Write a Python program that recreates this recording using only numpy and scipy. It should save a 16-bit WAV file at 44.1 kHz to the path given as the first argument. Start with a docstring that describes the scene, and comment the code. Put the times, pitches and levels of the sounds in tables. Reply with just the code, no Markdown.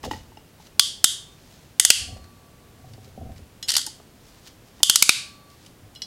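"""In a bare wood-lined room a ratchet crimping tool is squeezed near a microphone.
Its pawl clicks and rattling release are steel modes excited by short bursts of contact; thin tones and clinks ring on.
Wires tap a hollow plastic box and floor boards knock (struck modes); the floor booms (narrow-band noise) as weight
shifts, and hands rustle (dense scrapes) over a quiet hiss. Sparse random echoes make the room.
The loud clicks overload the recorder: its gain control dips for a moment and the peaks clip."""
import sys
import numpy as np
from scipy import signal
from scipy.fft import rfft, irfft
from scipy.io import wavfile
from scipy.ndimage import uniform_filter1d

SR = 44100
rng = np.random.default_rng(int(sys.argv[2]) if len(sys.argv) > 2 else 0)


def bounce(signal):
    """Save signal as a 16-bit WAV file at the path given by the first command-line argument."""
    frames = np.transpose(np.atleast_2d(signal))
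    limited = np.clip(frames, -1, 1)
    pcm = np.round(limited * 32767).astype(np.int16)
    wavfile.write(sys.argv[1], SR, pcm)


N = 267290  # length in samples

# hiss spectrum: (frequency [Hz], relative level [dB])
HISS_SPECTRUM = [(12, -51), (20, -9.5), (107, -2.5), (277, -9), (446, -13), (607, -15.5), (660, -15.5),
                 (1030, -20), (1120, -20), (1220, -21), (2260, -24), (2600, -24), (16000, -33)]
HISS_DB = -51.5  # rms level

# hands and wires rustling: (time of top [s], level [dB], swell [s], fade [s])
RUSTLES = [(0.032, -41.5, 0.005, .03), (0.05, -38, .008, 0.032), (0.113, -28.5, 0.0033, 0.0078),
           (0.125, -43.5, 0.0071, .1), (0.61, -56.5, .035, 0.087), (0.672, -50.5, 0.031, 0.0097),
           (1.544, -56.5, 0.55, 0.32), (2.892, -60, 0.08, .07), (2.934, -61.5, .01, .022),
           (3.048, -53.5, 0.061, .07), (3.382, -51, 0.036, .01), (4.284, -56.5, .14, 0.056),
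           (4.388, -58, 0.22, .022), (4.479, -44.5, .065, 0.025), (4.69, -59.5, 0.09, .02),
           (4.8, -56.5, .13, 0.009), (5.5, -58.5, 0.011, .12), (5.672, -53.5, 0.14, 0.028),
           (5.794, -71, 0.095, .015)]
# rustle spectrum: (frequency [Hz], relative level [dB])
RUSTLE_SPECTRUM = [(1000, -8.5), (2500, -5.5), (4500, -2), (6500, -4.5), (9000, -13.5), (14000, -17.5)]
SWELL_DB = 20  # how far under its top a swell starts and a fade ends

# floor booming under shifting weight: (time of top [s], level [dB], resonance [Hz], swell [s], fade [s])
BOOMS = [(0.075, -36, 76, 0.056, 0.24), (0.42, -54, 95, 0.055, .06), (2.011, -40.5, 96, 0.063, 0.16),
         (2.123, -37.5, 84.2, 0.24, 0.19), (2.86, -44, 110, 0.087, 0.41), (3.13, -50, 101, 0.19, .1),
         (3.251, -33.5, 86.8, 0.13, 0.21), (3.45, -47.5, 107.6, .08, .06), (5.691, -53.5, 97.6, .12, .3),
         (5.85, -54, 99.2, 0.15, 0.051)]
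# floor boards knocking: (time [s], level [dB], gain of modes above 600 Hz [dB])
BOARD_KNOCKS = [(0.038, -32, 5), (0.054, -25.5, -7), (0.074, -27, -16), (0.109, -35, -6), (0.139, -31, -2),
                (0.171, -40, -7), (2.03, -52, -4), (2.08, -37, 13), (2.158, -35, 7.5), (2.24, -43, -3),
                (2.787, -41.5, -7.5), (2.839, -40.5, 12.5), (2.974, -36, 2.5), (3.07, -41.5, -3),
                (3.173, -27, 2), (3.208, -30.5, 2.5), (3.291, -32.5, 8), (3.388, -39.5, -10)]
# modes of the boards: (frequency [Hz], level [dB], t60 [s])
BOARD_MODES = [(121, -13, 0.09), (216, -7.5, 0.078), (266.7, -7, 0.068), (398, -9.5, 0.032),
               (523, -10, 0.046), (662, -10.5, 0.051), (756, -12.5, 0.1)]

# wires tapping the plastic box: (time [s], level [dB], gain of modes above 1200 Hz [dB])
BOX_TAPS = [(0.037, -23, 3), (0.051, -26, -5), (0.111, -16.5, 2), (0.133, -23.5, 6), (0.159, -35, 2),
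            (0.318, -41.5, -26.5), (0.371, -31, 10), (0.599, -42, -21), (3.87, -29, 8),
            (3.999, -39.5, -11.5), (4.803, -35, -2)]
# modes of the hollow box: (frequency [Hz], level [dB], t60 [s])
BOX_MODES = [(292.5, -6.5, 0.044), (866, 4.5, 0.038), (1920, -9, 0.021), (2888, -8.5, 0.017),
             (3770, -22, .02), (5212, -14, 0.013)]

# pawl dropping over a tooth: (time [s], relative level [dB], low jaw mode [Hz], high jaw mode [Hz],
# handle modes [dB], treble modes [dB], body modes [dB], body tilt [dB])
PAWL_DROPS = [(0.7949, 4, 3217, 3560, -1.5, -2, -3, -1), (1.042, 4.5, 3176, 3710, -4.5, 2, 2, -1.5),
              (1.7974, 2.5, 3000, 3700, 0, 9.5, 13, 3.5), (1.8497, 3.5, 2970, 3530, -1, 5.5, 6.5, -0.5),
              (1.9025, 8.5, 2720, 3260, 1, 2.5, 7, 1), (4.8313, 4.5, 3067, 3520, -3.5, 1.5, -5.5, -0.5),
              (4.8971, 3.5, 3037, 3460, -4, 1, 3, -2), (4.9576, 1, 3020, 3750, 7, 8.5, 6.5, 0),
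              (5.024, 4, 2360, 3780, 3, 7.5, 7, -3.5), (5.0922, 6.5, 2436, 3770, 0, -0.5, 8.5, -1)]
# loose parts of the tool rattling: (time [s], relative level [dB], jaw opening [0 shut to 1 open])
RATTLES = [(2.1691, -44, 0), (2.2405, -44, 0), (2.9348, -40.5, 0.46), (3.318, -48.5, 0), (3.361, -46.5, 0),
           (3.6276, -26, 0.7), (3.678, -31.5, 0.9), (3.6838, -15.5, 1), (3.690, -10.5, 0.84),
           (3.6957, -12.5, 1), (3.7025, -12.5, 1), (3.7177, -13.5, 0.9), (3.739, -14, 1),
           (3.752, -11, 0.86), (3.7658, -4.5, 0.94), (3.7801, -16.5, 0.92), (3.7922, -22.5, 1),
           (3.8125, -22.5, 1), (3.8642, -19, 0.93), (5.5002, -49, .8), (5.662, -39, .8), (5.9498, -39, 0.8),
           (6.0192, -24.5, 0.92)]
# short steel modes, damped in proportion to width: (frequency [Hz], relative width [Hz], level [dB])
STEEL_MODES = [(736, 390, -31), (1493, 480, -18.5), (2011, 280, -24), (4528, 370, 2.5), (5530, 280, 2.13),
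               (5615, 150, -1.5), (6566, 650, 1), (7753, 450, 0), (8970, 600, -0.5), (9500, 180, -6),
               (10160, 420, -8), (11430, 280, -12), (12860, 300, -14.5), (15210, 1100, -14),
               (15000, 1200, -16.5)]
JAW_SHUT_HZ, JAW_OPEN_HZ = 2450, 3165  # low jaw mode in a rattle
RATTLE_HIGH_HZ = 3670  # high jaw mode in a rattle
BODY_SHUT_DB, BODY_OPEN_DB = 21.5, 7.5  # mean body level; these modes sound most with the jaws shut
RATTLE_HANDLE_DB, RATTLE_TREBLE_DB = 3.5, 3  # mean levels with the jaws open
SHUT_DULL_DB = 7.5  # treble lost with the jaws shut
RATTLE_TILT_DB, RATTLE_SCATTER_DB = 1.5, 2.5  # mean body tilt; standard deviation of each level

# steel left ringing: (time [s], lowest mode [dB], second mode [dB], upper modes [dB], delay to grip damping [s])
FREE_RINGS = [(0.794, -40, -47.5, -53.5, 0.034), (1.043, -61.5, -42.5, -59, 0.31),
              (1.795, -53, -65.5, -65.5, 0.29), (1.903, -55, -66, -43.5, 1.0),
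              (4.831, -50.5, -65, -52.5, 0.31), (5.092, -51.5, -49.5, -45.5, .45)]
# long steel modes: (frequency [Hz], level [dB], t60 [s])
LONG_MODES = [(1152, 0, 5.0), (3615, -2, 1.2), (2385, -6, .5), (4320, 0.1, 1.1), (4990, -8, .5),
              (10620, -8, .7), (12490, -10, .6)]

# open handles clinking lightly: (time [s], level [dB], tilt [dB per octave])
HANDLE_CLINKS = [(3.6267, -22, 0), (5.9584, -31, -9.5), (6.0188, -20, -5)]
# modes of the clinking metal: (frequency [Hz], level [dB], t60 [s])
CLINK_MODES = [(1870, -22, 0.056), (2930, -4.5, 0.043), (3350, -8.5, 0.094), (4090, -2, 0.073),
               (4570, -21, .1), (5150, -8.5, 0.12), (5750, -6, 0.055), (6700, -13, 0.3), (7800, -18, 0.077),
               (10140, -17, 0.017), (11500, -7, 0.042)]

# decay of the room: (frequency [Hz], t60 [s])
ROOM_T60 = [(300, 0.51), (1300, 0.44), (3500, 0.39), (9000, 0.36), (15000, 0.23)]
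# what the walls send back: (frequency [Hz], relative level [dB])
WALL_SPECTRUM = [(500, -12.5), (2000, 2.5), (4000, 4.5), (10000, 3.5), (15000, 1)]
EDGE_HZ = 16050  # upper band limit of the recorder


def gain_of(db):
    """Decibel law: amplitude gain is ten to the level over twenty."""
    return 10 ** (np.asarray(db) / 20)


def evened(x):
    """Power normalisation: scales a signal to rms 1."""
    return x / np.sqrt(np.mean(x ** 2) + 1e-20)


def read(points, hz):
    """Interpolation of a spectrum table on a log-frequency axis."""
    f, value = np.transpose(points)
    return np.interp(np.log(hz + 1), np.log(f + 1), value)


def add(mix, s, sound):
    """Superposition: adds a sound to the mix from time s."""
    part = mix[round(s * SR):][:len(sound)]
    part += sound[:len(part)]


def coloured(x, points):
    """Linear filtering: multiplies the spectrum by a table of levels."""
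    gain = gain_of(read(points, np.fft.rfftfreq(len(x), 1 / SR)))
    return irfft(rfft(x) * gain, len(x))


def swell(t, top_s, db, swell_s, fade_s):
    """Exponential envelope: the level climbs steadily in dB to its top and sinks again."""
    before = (top_s - t) / max(swell_s, .003)
    after = (t - top_s) / max(fade_s, .003)
    return gain_of(db - SWELL_DB * np.where(t < top_s, before, after))


def ringing(modes, length_s):
    """Modal superposition: decaying sines after one sharp blow, neighbours in opposite sign."""
    t = np.arange(round(length_s * SR)) / SR
    return sum((-1) ** k * gain_of(db - 60 * t / t60) * np.sin(2 * np.pi * hz * t)
               for k, (hz, db, t60) in enumerate(modes))


def chattered(ring, chatter_s, rise):
    """Extended excitation: a burst of contact noise drives the modes, with the energy of a clean blow of peak 1."""
    u = np.arange(600) / SR / chatter_s
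    contact = rng.standard_normal(600) * np.exp(-u) * (1 - np.exp(-u / rise))
    out = signal.oaconvolve(ring, contact)[:len(ring)]
    return out / np.linalg.norm(out) * np.linalg.norm(ring) / abs(ring).max()


def struck(modes, chatter_s, length_s):
    """Soft impact: modes driven by a contact that builds up more slowly than a steel blow."""
    return chattered(ringing(modes, length_s), chatter_s, rise=0.58)


def quiet_hiss():
    """Stationary noise: white noise shaped by a fixed spectrum."""
    return gain_of(HISS_DB) * evened(coloured(rng.standard_normal(N), HISS_SPECTRUM))


def floor_boom(t, hz):
    """Resonant noise: white noise, shifted down by hz, passes two low-pass poles and is shifted back."""
    turn = np.exp(2j * np.pi * hz * t)
    r = np.exp(-np.pi * 45. / SR)  # each pole is 45 Hz wide
    once = signal.lfilter([1], [1, -r], rng.standard_normal(len(t)) / turn)
    sway = signal.lfilter([1], [1, -r], once)
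    return (turn * sway).real


def scuffing(length):
    """Stick-slip friction: sparse random slips, 300 a second on average, excite the board modes."""
    slips = (rng.random(length) < 300. / SR) * rng.standard_normal(length)
    return signal.oaconvolve(slips, ringing(BOARD_MODES, .1))[:length]


def floor_boards():
    """Modal impact and resonance: dull board knocks, and swells of low boom mixed with scuffing."""
    out = np.zeros(N)
    for s, db, upper_db in BOARD_KNOCKS:
        modes = [(hz, d + upper_db * (hz > 600), t60) for hz, d, t60 in BOARD_MODES]
        add(out, s, gain_of(db) * struck(modes, 0.0048, .15))
    for top_s, db, hz, swell_s, fade_s in BOOMS:
        t = max(top_s - .4, 0) + np.arange(SR) / SR
        both = evened(floor_boom(t, hz)) + gain_of(-11.5) * evened(scuffing(len(t)))
        add(out, t[0], swell(t, top_s, db, swell_s, fade_s) * both)
    return out


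def rustle():
    """Granular friction: dense tiny scrapes of uneven size under the moving hands."""
    size = gain_of(1.9 * np.minimum(rng.exponential(1, N), 5))
    scrapes = size * (rng.random(N) < 4000. / SR) * rng.standard_normal(N)  # about 4000 a second
    t = np.arange(N) / SR
    return sum(swell(t, *row) for row in RUSTLES) * evened(coloured(scrapes, RUSTLE_SPECTRUM))


def box_taps():
    """Modal impact on a hollow body: low knocking modes with a bright edge of upper ones."""
    out = np.zeros(N)
    for s, db, bright_db in BOX_TAPS:
        modes = [(hz, d + bright_db * (hz > 1200), t60) for hz, d, t60 in BOX_MODES]
        add(out, s, gain_of(db) * struck(modes, 0.0024, .12))
    return out


def steel(db, low_hz, high_hz, handle_db, treble_db, body_db, tilt_db, chatter_s):
    """Impact of steel on steel: a chattered blow for the straight path and its clean ring for the walls."""
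    upper = [(low_hz, 0, 2.3 / 300), (high_hz, -1.5, 2.5 / 350)]  # the jaw pair moves as the jaws close
    lower = []
    for hz, width, d in STEEL_MODES:
        if hz > 4000:
            upper.append((hz, d + (handle_db if hz < 6300 else treble_db), 1.335 / width))
        else:
            # tilt raises the top body mode and lowers the middle one
            tilt = tilt_db * np.sign(hz - 1750) * (hz > 1000)
            lower.append((hz, d + body_db + tilt, 2.98 / width))
    # small parts radiate little below their first mode
    edge = signal.butter(4, 0.91 * low_hz, "high", fs=SR, output="sos")
    ring = signal.sosfilt(edge, ringing(upper, .03)) + ringing(lower, .03)
    size = gain_of(db + 6.5)  # a spread burst holds more energy than one clean blow of the same peak
    return size * chattered(ring, chatter_s, rise=0.012), size * ring / abs(ring).max()


def pawl_clicks():
    """Ratchet impact: one steel blow for each drop of the pawl over a tooth."""
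    return [(s, steel(*rest, chatter_s=0.0031)) for s, *rest in PAWL_DROPS]


def rattling():
    """Repeated impact: each blow of the loose parts is followed by two fainter bounces of the same colour."""
    blows = []
    for s, db, opening in RATTLES:
        jaws = JAW_SHUT_HZ + (JAW_OPEN_HZ - JAW_SHUT_HZ) * opening, RATTLE_HIGH_HZ
        body_db = BODY_SHUT_DB + (BODY_OPEN_DB - BODY_SHUT_DB) * opening
        treble_db = RATTLE_TREBLE_DB - SHUT_DULL_DB * (1 - opening)
        colour = np.array([RATTLE_HANDLE_DB, treble_db, body_db, RATTLE_TILT_DB])
        colour = colour + RATTLE_SCATTER_DB * rng.standard_normal(4)
        blows.append((s, steel(db, *jaws, *colour, chatter_s=0.0043)))
        for u in rng.random(2):
            blows.append((s + .004 + .016 * u, steel(db - 16, *jaws, *colour, chatter_s=.001)))
    return blows


def tool():
    """Superposition of all steel blows: row 0 is the straight sound, row 1 goes to the walls."""
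    out = np.zeros((2, N))
    for s, (straight, around) in pawl_clicks() + rattling():
        add(out[0], s, straight)
        add(out[1], s, around)
    return out


def free_ring():
    """Free vibration: faint thin tones of the steel decay slowly until the grip damps them."""
    out, t = np.zeros(N), np.arange(SR + SR // 2) / SR
    for s, low_db, second_db, upper_db, held_s in FREE_RINGS:
        parts = zip((low_db, second_db, upper_db), (LONG_MODES[:1], LONG_MODES[1:2], LONG_MODES[2:]))
        tones = sum(gain_of(db) * ringing(modes, 1.5) for db, modes in parts)
        grip = gain_of(-400 * np.maximum(t - held_s, 0))  # the grip takes 400 dB a second
        add(out, s, grip * tones)
    return out


def clinks():
    """Light modal impact: a brief contact lets the separate metal partials ring clear."""
    out = np.zeros(N)
    for s, db, tilt_db in HANDLE_CLINKS:
        modes = [(hz, d + tilt_db * np.log2(hz / 4000), t60) for hz, d, t60 in CLINK_MODES]
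        add(out, s, gain_of(db) * struck(modes, 0.0005, .2))
    return out


def room(x, gap_s):
    """Reverberation: sparse echoes of random sign build up over gap_s, each band dying at its own speed."""
    taps = np.zeros(SR)
    at = np.arange(0, SR - 20, 20)
    taps[at + rng.integers(0, 20, len(at))] = rng.choice([-1., 1.], len(at))
    hz, t, z = signal.stft(taps, SR, nperseg=256)
    level_db = read(WALL_SPECTRUM, hz)[:, None] - 60 * t / read(ROOM_T60, hz)[:, None]
    tail = signal.istft(z * gain_of(level_db), SR, nperseg=256)[1]
    t = np.arange(len(tail)) / SR
    clumps = evened(uniform_filter1d(rng.standard_normal(len(tail)), size=130))
    tail *= gain_of(2.0 * clumps * np.exp(-t / 0.033))  # early echoes arrive in bunches
    tail *= np.clip(t / gap_s, 0, 1) ** 2
    return signal.fftconvolve(x, tail / np.linalg.norm(tail))[:N]


def scene():
    """Superposition of all sources, the near ones with the room's answer."""
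    hiss = quiet_hiss()
    floor = floor_boards()
    hands = rustle() + box_taps() + clinks()
    straight, around = tool()
    echo = gain_of(-11.5) * room(around + hands, gap_s=0.0085)
    return (straight + hands + echo + free_ring() + floor + hiss)[None]


def record(dry):
    """Compression and overload: gain dips within a few ms of a click and recovers; peaks clip; the band is limited."""
    power = uniform_filter1d(dry[0] ** 2, 44, origin=21)  # mean over the last millisecond
    power_db = 10 * np.log10(abs(power) + 1e-12)
    fall = np.arange(N) * 150. / SR  # the held power reading falls 150 dB a second
    held_db = np.maximum.accumulate(power_db + fall) - fall
    over_db = np.maximum(held_db + 10.0, 0)  # excess over a threshold of -10 dB
    late_db = signal.lfilter([.012], [1, -.988], over_db)  # the dip lags by about 2 ms
    clipped = np.clip(dry / gain_of(0.52 * late_db), -1, 1)  # 0.52 dB of dip for each dB of excess
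    band = signal.firwin(511, EDGE_HZ, window=("kaiser", 9), fs=SR)
    return signal.oaconvolve(clipped, band[None], "same")


dry = scene()
out = record(dry)
bounce(out)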